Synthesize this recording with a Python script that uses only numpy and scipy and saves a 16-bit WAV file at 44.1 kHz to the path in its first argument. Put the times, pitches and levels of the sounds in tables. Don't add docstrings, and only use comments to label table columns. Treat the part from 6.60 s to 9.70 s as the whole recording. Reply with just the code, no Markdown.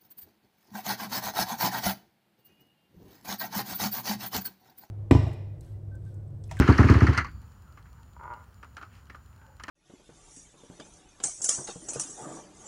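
import sys
import numpy as np
from scipy import signal
from scipy.fft import rfft, irfft, next_fast_len
from scipy.io import wavfile
from scipy.ndimage import uniform_filter1d, map_coordinates

SR = 44100
rng = np.random.default_rng(int(sys.argv[2]) if len(sys.argv) > 2 else 0)


def how_loud(loudness_db):
    steps = np.asarray(loudness_db, float) / 20
    return 10 ** steps


def int16_out(signal):
    q = np.round(np.clip(np.atleast_2d(signal).T, -1, 1) * 32767)
    wavfile.write(sys.argv[1], SR, q.astype(np.int16))


N = 136710
TIME = np.arange(N) / SR


def unit(x):
    return x / np.sqrt(np.mean(x ** 2) + 1e-20)


def filtered(x, response):
    size = next_fast_len(x.shape[-1] + SR // 2)
    hz = np.fft.rfftfreq(size, 1 / SR)
    return irfft(rfft(x, size) * response(hz), size)[:x.shape[-1]]


def resonant(x, peaks):
    def response(f):
        total = 0
        for k, (centre, width, db) in enumerate(peaks):
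            damping = 1j * f * width
            total = total + (-1) ** k * how_loud(db) * damping / (centre * centre - f * f + damping)
        return total
    return filtered(x, response)


def wobble(rate):
    return map_coordinates(rng.standard_normal(int(N * rate / SR) + 4), [TIME * rate])


def hiss(spectrum, patchy_db):
    z = signal.stft(rng.standard_normal(N + 512), nperseg=512)[2]
    patches = uniform_filter1d(uniform_filter1d(rng.standard_normal(z.shape), 6, 0), 8, 1)
    x = signal.istft(z * how_loud(patchy_db * unit(patches)), nperseg=512)[1][:N]
    below = [(spectrum[0][0] * 0.25, -120)]
    above = [(spectrum[-1][0] * 1.3, -120)]
    hz, db = np.transpose(below + list(spectrum) + above)
    return unit(filtered(x, lambda f: how_loud(np.interp(np.log(f + 1), np.log(hz), db))))


def decay(start_s, db, t60_s, rise_s):
    t = np.maximum(TIME - start_s, 0)
    return how_loud(db - 60 * t / t60_s) * (1 - np.exp(-t / rise_s))


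def curve(rows):
    return np.interp(TIME, [r[0] for r in rows], [r[1] for r in rows])


def rattle(start_s, peak_db, t60_s, rise_s, peaks, tail_db=-60):
    t = np.arange(SR // 5) / SR
    fade = how_loud(-60 * t / t60_s) + how_loud(tail_db - 15 * t / t60_s)
    contacts = rng.standard_normal(len(t)) * fade * (1 - np.exp(-t / rise_s))
    burst = resonant(contacts, peaks)
    return np.pad(how_loud(peak_db) * burst / np.abs(burst).max(), (round(start_s * SR), N))[:N]


def dull(x):
    air_hz = 8000
    return filtered(x, lambda f: 1 / (1 + 1j * f / air_hz) ** 3)


# time_s, level_db
TRAFFIC_LEVEL = [
    (.6, -36),
    (.77, -41.5),
    (.91, -48.5),
    (1.64, -49.5),
    (3.1, -51),
]
# hz, level_db (per Hz)
TRAFFIC_COLOUR = [(22, -35.5), (40, -12.5), (62, 0.5), (110, -8), (150, -15.5), (250, -23.5), (500, -53.5)]
# hz, level_db (per Hz)
YARD_COLOUR = [(300, -1.5), (650, -5), (1300, 0.5), (2200, -14), (3600, -16), (8000, -23), (13000, -23.5),
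               (15800, -18)]


def outdoors():
    traffic = how_loud(curve(TRAFFIC_LEVEL)) * hiss(TRAFFIC_COLOUR, patchy_db=0.8)
    air_db = -64.5 + 0.5 * wobble(7.8)
    return traffic + how_loud(air_db) * hiss(YARD_COLOUR, patchy_db=0.5)


# start_s, end_s
DRIVE_PAUSES = [
    (1.195, 1.245),
    (1.845, 1.945),
    (2.475, 2.53),
]
# hz, width_hz, level_db
TICK_BODY = [(2960, 900, 0), (4300, 1000, 3), (7400, 2000, -5), (12500, 6000, -12)]


def camera():
    on = 1
    for start_s, end_s in DRIVE_PAUSES:
        on = on - np.clip((TIME - start_s) / 0.012, 0, 1) * np.clip((end_s - TIME) / 0.011, 0, 1)
    phase = 2 * np.pi * np.cumsum(7015 + 45 * wobble(120)) / SR
    tone = np.sin(phase) + how_loud(-11.5) * np.sin(2 * phase)
    whine = on * how_loud(-74 + 1.3 * wobble(100)) * tone

    tick_t60_s = 0.008
    ticks = 0
    for s in np.arange(0.7145, N / SR, 0.1024):
        ticks = ticks + rattle(s, -53.5, tick_t60_s, 0.00044, TICK_BODY)
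    for s in np.arange(0.729, N / SR, 0.05):
        ticks = ticks + rattle(s, -63 + 3 * rng.normal(), tick_t60_s, 0.00022, [(2900, 550, 0)])

    every_s = 1 / 30
    gate = np.exp(-(((TIME - 0.015) % every_s - every_s / 2) / 0.003) ** 2)
    blips = gate * how_loud(-81 + 6 * wobble(30)) * np.sin(2 * np.pi * 10200 * TIME)
    return whine + ticks + blips


# middle_s, half_length_s, level_db, pitch_hz
CLOTH_RUBS = [
    (1.1, 0.06, -65, 1350),
    (1.39, 0.04, -63, 950),
    (1.4, 0.04, -67, 1450),
    (2.91, 0.06, -67, 540),
    (2.88, 0.08, -64, 870),
    (2.86, 0.1, -66, 1520),
]


def cloth_rubs():
    rubs = 0
    for middle_s, half_s, db, hz in CLOTH_RUBS:
        band = resonant(rng.standard_normal(N), [(hz, 0.15 * hz, 0)])
        band = resonant(band, [(hz, 0.1 * hz, 0)])
        rubs = rubs + how_loud(db) * np.exp(-((TIME - middle_s) / half_s) ** 2) * unit(band)
    wide = resonant(rng.standard_normal(N), [(1590, 590, 2), (3000, 1000, -1.5), (4800, 2000, -8)])
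    return rubs + how_loud(-62.5) * np.exp(-((TIME - 2.36) / 0.055) ** 2) * unit(wide)


# time_s, level_db
SEAT_SCRAPE = [
    (1.592, -46),
    (1.64, -41),
    (1.69, -42),
    (1.72, -44),
    (1.76, -43),
    (1.82, -47.5),
    (1.87, -63),
]
# hz, width_hz, level_db
SEAT_BODY = [(352, 170, -12), (617, 49, -8.5), (834, 105, -6.5), (972, 37, 5.5), (1200, 36, -1.5),
             (1420, 60, -3.5), (2085, 290, -21.5)]
# start_s, peak_db
SEAT_SLIPS = [(1.566, -40), (1.594, -46), (1.5985, -39), (1.6115, -36), (1.626, -43), (1.633, -38),
              (1.6405, -35), (1.648, -36), (1.656, -34), (1.67, -39), (1.679, -32), (1.688, -43),
              (1.695, -41), (1.7035, -32), (1.712, -31), (1.72, -31), (1.7285, -32), (1.737, -33),
              (1.7455, -38), (1.755, -42), (1.763, -41), (1.773, -42), (1.782, -43), (1.795, -45),
              (1.808, -43), (1.82, -48), (1.835, -49)]


def seat_creak():
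    def seat(x):
        return resonant(resonant(x, SEAT_BODY), [(1090, 2200, 0)])

    slips = np.zeros(N)
    for s, db in SEAT_SLIPS:
        slips[round((s - 0.0015) * SR)] = how_loud(db + 16)
    on = np.clip((TIME - SEAT_SCRAPE[0][0]) / 0.01, 0, 1)
    on = on * np.clip((SEAT_SCRAPE[-1][0] - TIME) / 0.024, 0, 1)
    scrape = on * how_loud(curve(SEAT_SCRAPE) - 9) * unit(seat(rng.standard_normal(N)))
    return 10 * seat(slips) + scrape


# start_s, peak_db, pitch_hz, brightness_db
FRAME_KNOCKS = [(.824, -52, 910, -15), (1.173, -43.5, 1200, -19), (1.176, -49.5, 1960, -22),
                (1.189, -57, 1430, -5), (1.256, -47, 1510, -18), (1.264, -56, 2000, -18),
                (1.737, -51.5, 2800, 2.5), (2.029, -34.5, 1380, -39), (2.045, -46, 975, -30),
                (2.168, -32.5, 1420, -8.5), (2.177, -36.5, 1210, -18), (2.212, -36.5, 1360, -20),
                (2.226, -34, 1290, -27), (2.469, -57, 1470, 0), (2.498, -34.5, 1790, -34),
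                (2.546, -36, 1228, -25), (2.559, -55, 1320, -12), (2.814, -51, 1540, -22),
                (2.998, -35, 1270, -14), (3.036, -32.5, 1800, 3.5), (3.081, -29.5, 1495, -32),
                (3.088, -29.5, 1120, -26)]
# hz, width_hz, level_db
FRAME_BODY = [(290, 173, -6.5), (557, 230, -9.5), (1277, 280, -0.5), (1850, 210, -17.5)]
# hz, width_hz, level_db
METAL_RING = [(3000, 330, 1.5), (4220, 200, 3.5), (5700, 1100, 0.5), (8650, 1600, -3.5), (11400, 2700, -18)]


def rider_knocks():
    knocks = 0
    for s, db, hz, bright_db in FRAME_KNOCKS:
        knocks = knocks + rattle(s, db + 0.5, 0.044, 0.0002, FRAME_BODY + [(hz, 150, 3)], tail_db=-7.5)
        knocks = knocks + rattle(s, db + bright_db + 3.5, 0.017, 0.0001, METAL_RING)
    return dull(knocks)


# pitch_hz, level_db, t60_s
LEVER_RING = [(4538, -3, .7), (4775, -2, .45), (5873, 0, .16), (6142, -6, .3), (6304, -5, .2),
              (6900, -4, .25)]


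def kick_lever():
    home_s = 0.5746
    crack = rattle(home_s, -18.5, 0.066, 0.00044, [(4570, 1140, 16), (6200, 840, 15.5), (8340, 1300, 7.5)])
    ring = 0
    for hz, db, t60_s in LEVER_RING:
        ring = ring + decay(home_s, -55 + db, t60_s, 0.0017) * np.sin(2 * np.pi * hz * TIME)
    return dull(crack) + ring


# time_s, level_db
GEAR_LEVEL = [
    (0, -33.5),
    (.2, -34),
    (.45, -36),
    (.53, -37.5),
    (.62, -47.5),
    (.7, -57),
    (.8, -70),
]
# hz, level_db (per Hz)
GEAR_COLOUR = [(300, 9), (650, -16.5), (1250, -1), (2400, -9.5), (5500, -24), (8000, -35.5), (15800, -52)]


def gear_clatter():
    stop = np.clip((0.85 - TIME) / 0.19, 0, 1)
    return how_loud(curve(GEAR_LEVEL) + 1.8 * wobble(89.9)) * hiss(GEAR_COLOUR, patchy_db=0.5) * stop


# start_s, peak_db, pitch_hz
VALVE_CLACKS = [(0.0189, -17, 1440), (0.0756, -12.5, 1970), (0.123, -19, 1550), (0.182, -10.5, 1210),
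                (0.2293, -16, 1530), (0.2859, -10.5, 1185), (0.34, -15.5, 1140), (0.406, -15, 1200),
                (0.4662, -13, 1290), (0.53, -25, 1250), (0.5459, -18, 2040), (0.5682, -18, 1870),
                (0.575, -12.5, 1904), (0.58, -11.5, 1390), (0.6034, -20, 1340), (0.6448, -25, 1110),
                (0.6697, -37, 1480), (0.6837, -39.5, 1360)]
# hz, width_hz, level_db
CASE_BODY = [(1250, 367, 3), (1970, 405, 6.5), (2856, 300, -6.5), (4260, 460, -13.5), (6190, 440, -16),
             (9000, 2500, -36.5)]
# start_s, peak_db
TAPPET_TICKS = [(0.0766, -30), (0.124, -26), (0.179, -23.5), (0.228, -32), (0.284, -30), (0.2983, -26),
                (0.3388, -29.5), (0.404, -32), (0.4668, -28.5), (0.5346, -37), (0.5467, -38),
                (0.6448, -38.5), (0.667, -46)]
# hz, width_hz, level_db
TAPPET_BODY = [(4430, 350, -1.5), (6130, 1200, -9.5), (8500, 420, -14.5), (11000, 2500, -25)]


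def valve_gear():
    clacks = 0
    for s, db, hz in VALVE_CLACKS:
        clacks = clacks + rattle(s, db - 3, 0.093, 0.0012, CASE_BODY + [(hz, 150, 8)])
    for s, db in TAPPET_TICKS:
        clacks = clacks + rattle(s, db + 1.5, 0.024, 0.0003, TAPPET_BODY)
    return dull(clacks)


# delay_s, level_db
WALL_ECHOES = [
    (.027, -7.5),
    (0.01316, -15),
]


def yard(x):
    echoes = 0
    for delay_s, db in WALL_ECHOES:
        echoes = echoes + how_loud(db) * np.pad(x, (round(delay_s * SR), 0))[:len(x)]
    return x + echoes


# start_s, level_db, sharpness_db
GAS_PULSES = [(-.0165, -7, 4.5), (0.036, -27, -5), (0.0875, -8, 5.5), (0.143, -26.5, 1), (0.1915, -8, 4.5),
              (0.2411, -11, 2), (0.2977, -8, 4.5), (0.3527, -11.5, -0.5), (0.4188, -9, 2),
              (0.4828, -11.5, -2.5), (0.574, -23.5, -1.5)]
# hz, width_hz, level_db
PIPE_MODES = [(73.6, 13.2, 2), (105.8, 30, -1), (138.6, 9.8, -5.5), (58.4, 24, -12.5)]
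# hz, width_hz, level_db
SILENCER_SHELL = [(264.6, 12, 12.5), (314, 18, 2), (354.6, 8.2, 1), (500, 13, -33)]
# hz, width_hz, level_db
TAIL_PIPE = [(259, 172, 6), (412, 108, 4)]
# hz, level_db (per Hz)
BLOWDOWN_COLOUR = [(450, 1), (900, 5), (1400, 5), (2400, -11.5), (6600, -20), (8000, -29), (12000, -40),
                   (15800, -53)]
# hz, level_db (per Hz)
JET_COLOUR = [(5000, -10), (8500, -6), (12000, -9.5), (15800, -7)]


def exhaust():
    lead = SR // 10
    low, high = np.zeros((2, N + lead))
    gas, jet = 0, 0
    for s, db, sharp_db in GAS_PULSES:
        low[round((s + 0.0004) * SR) + lead] = how_loud(db)
        high[round(s * SR) + lead] = how_loud(db + sharp_db)
        gas = gas + decay(s, db + sharp_db - 20.5, 0.19, 0.0054)
        jet = jet + decay(s, 2 * db + sharp_db - 42.5, 0.074, 0.0012)
    port = yard(resonant(high, TAIL_PIPE))
    for mode in SILENCER_SHELL:
        port = port - resonant(high, [mode])
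    thump = how_loud(56.5) * resonant(low, PIPE_MODES) + how_loud(35.5) * port
    soft_hz = 530
    soft = filtered(thump, lambda f: 1 / (1 + 1j * f / soft_hz) ** 2)[lead:]
    return soft + gas * hiss(BLOWDOWN_COLOUR, patchy_db=2) + jet * hiss(JET_COLOUR, patchy_db=2)


def scene():
    background = outdoors() + camera()
    rider = cloth_rubs() + seat_creak() + rider_knocks()
    engine = kick_lever() + gear_clatter() + valve_gear() + exhaust()
    return (background + rider + engine)[None]


# hz, width_hz, level_db
CASE_DIPS = [(3610, 330, -6), (7860, 200, -5)]


def microphone(x):
    def response(f):
        dips_db = sum(db * np.exp(-((f - hz) / width) ** 2) for hz, width, db in CASE_DIPS)
        return how_loud(dips_db) * (1j * f / (42.4 + 1j * f)) ** 2
    return filtered(x, response)


def top_cut(x):
    return signal.sosfilt(signal.butter(12, 15830, fs=SR, output="sos"), x)


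def record(dry):
    mix = microphone(dry[0])[None]
    return top_cut(mix)


dry = scene()
out = record(dry)
int16_out(out)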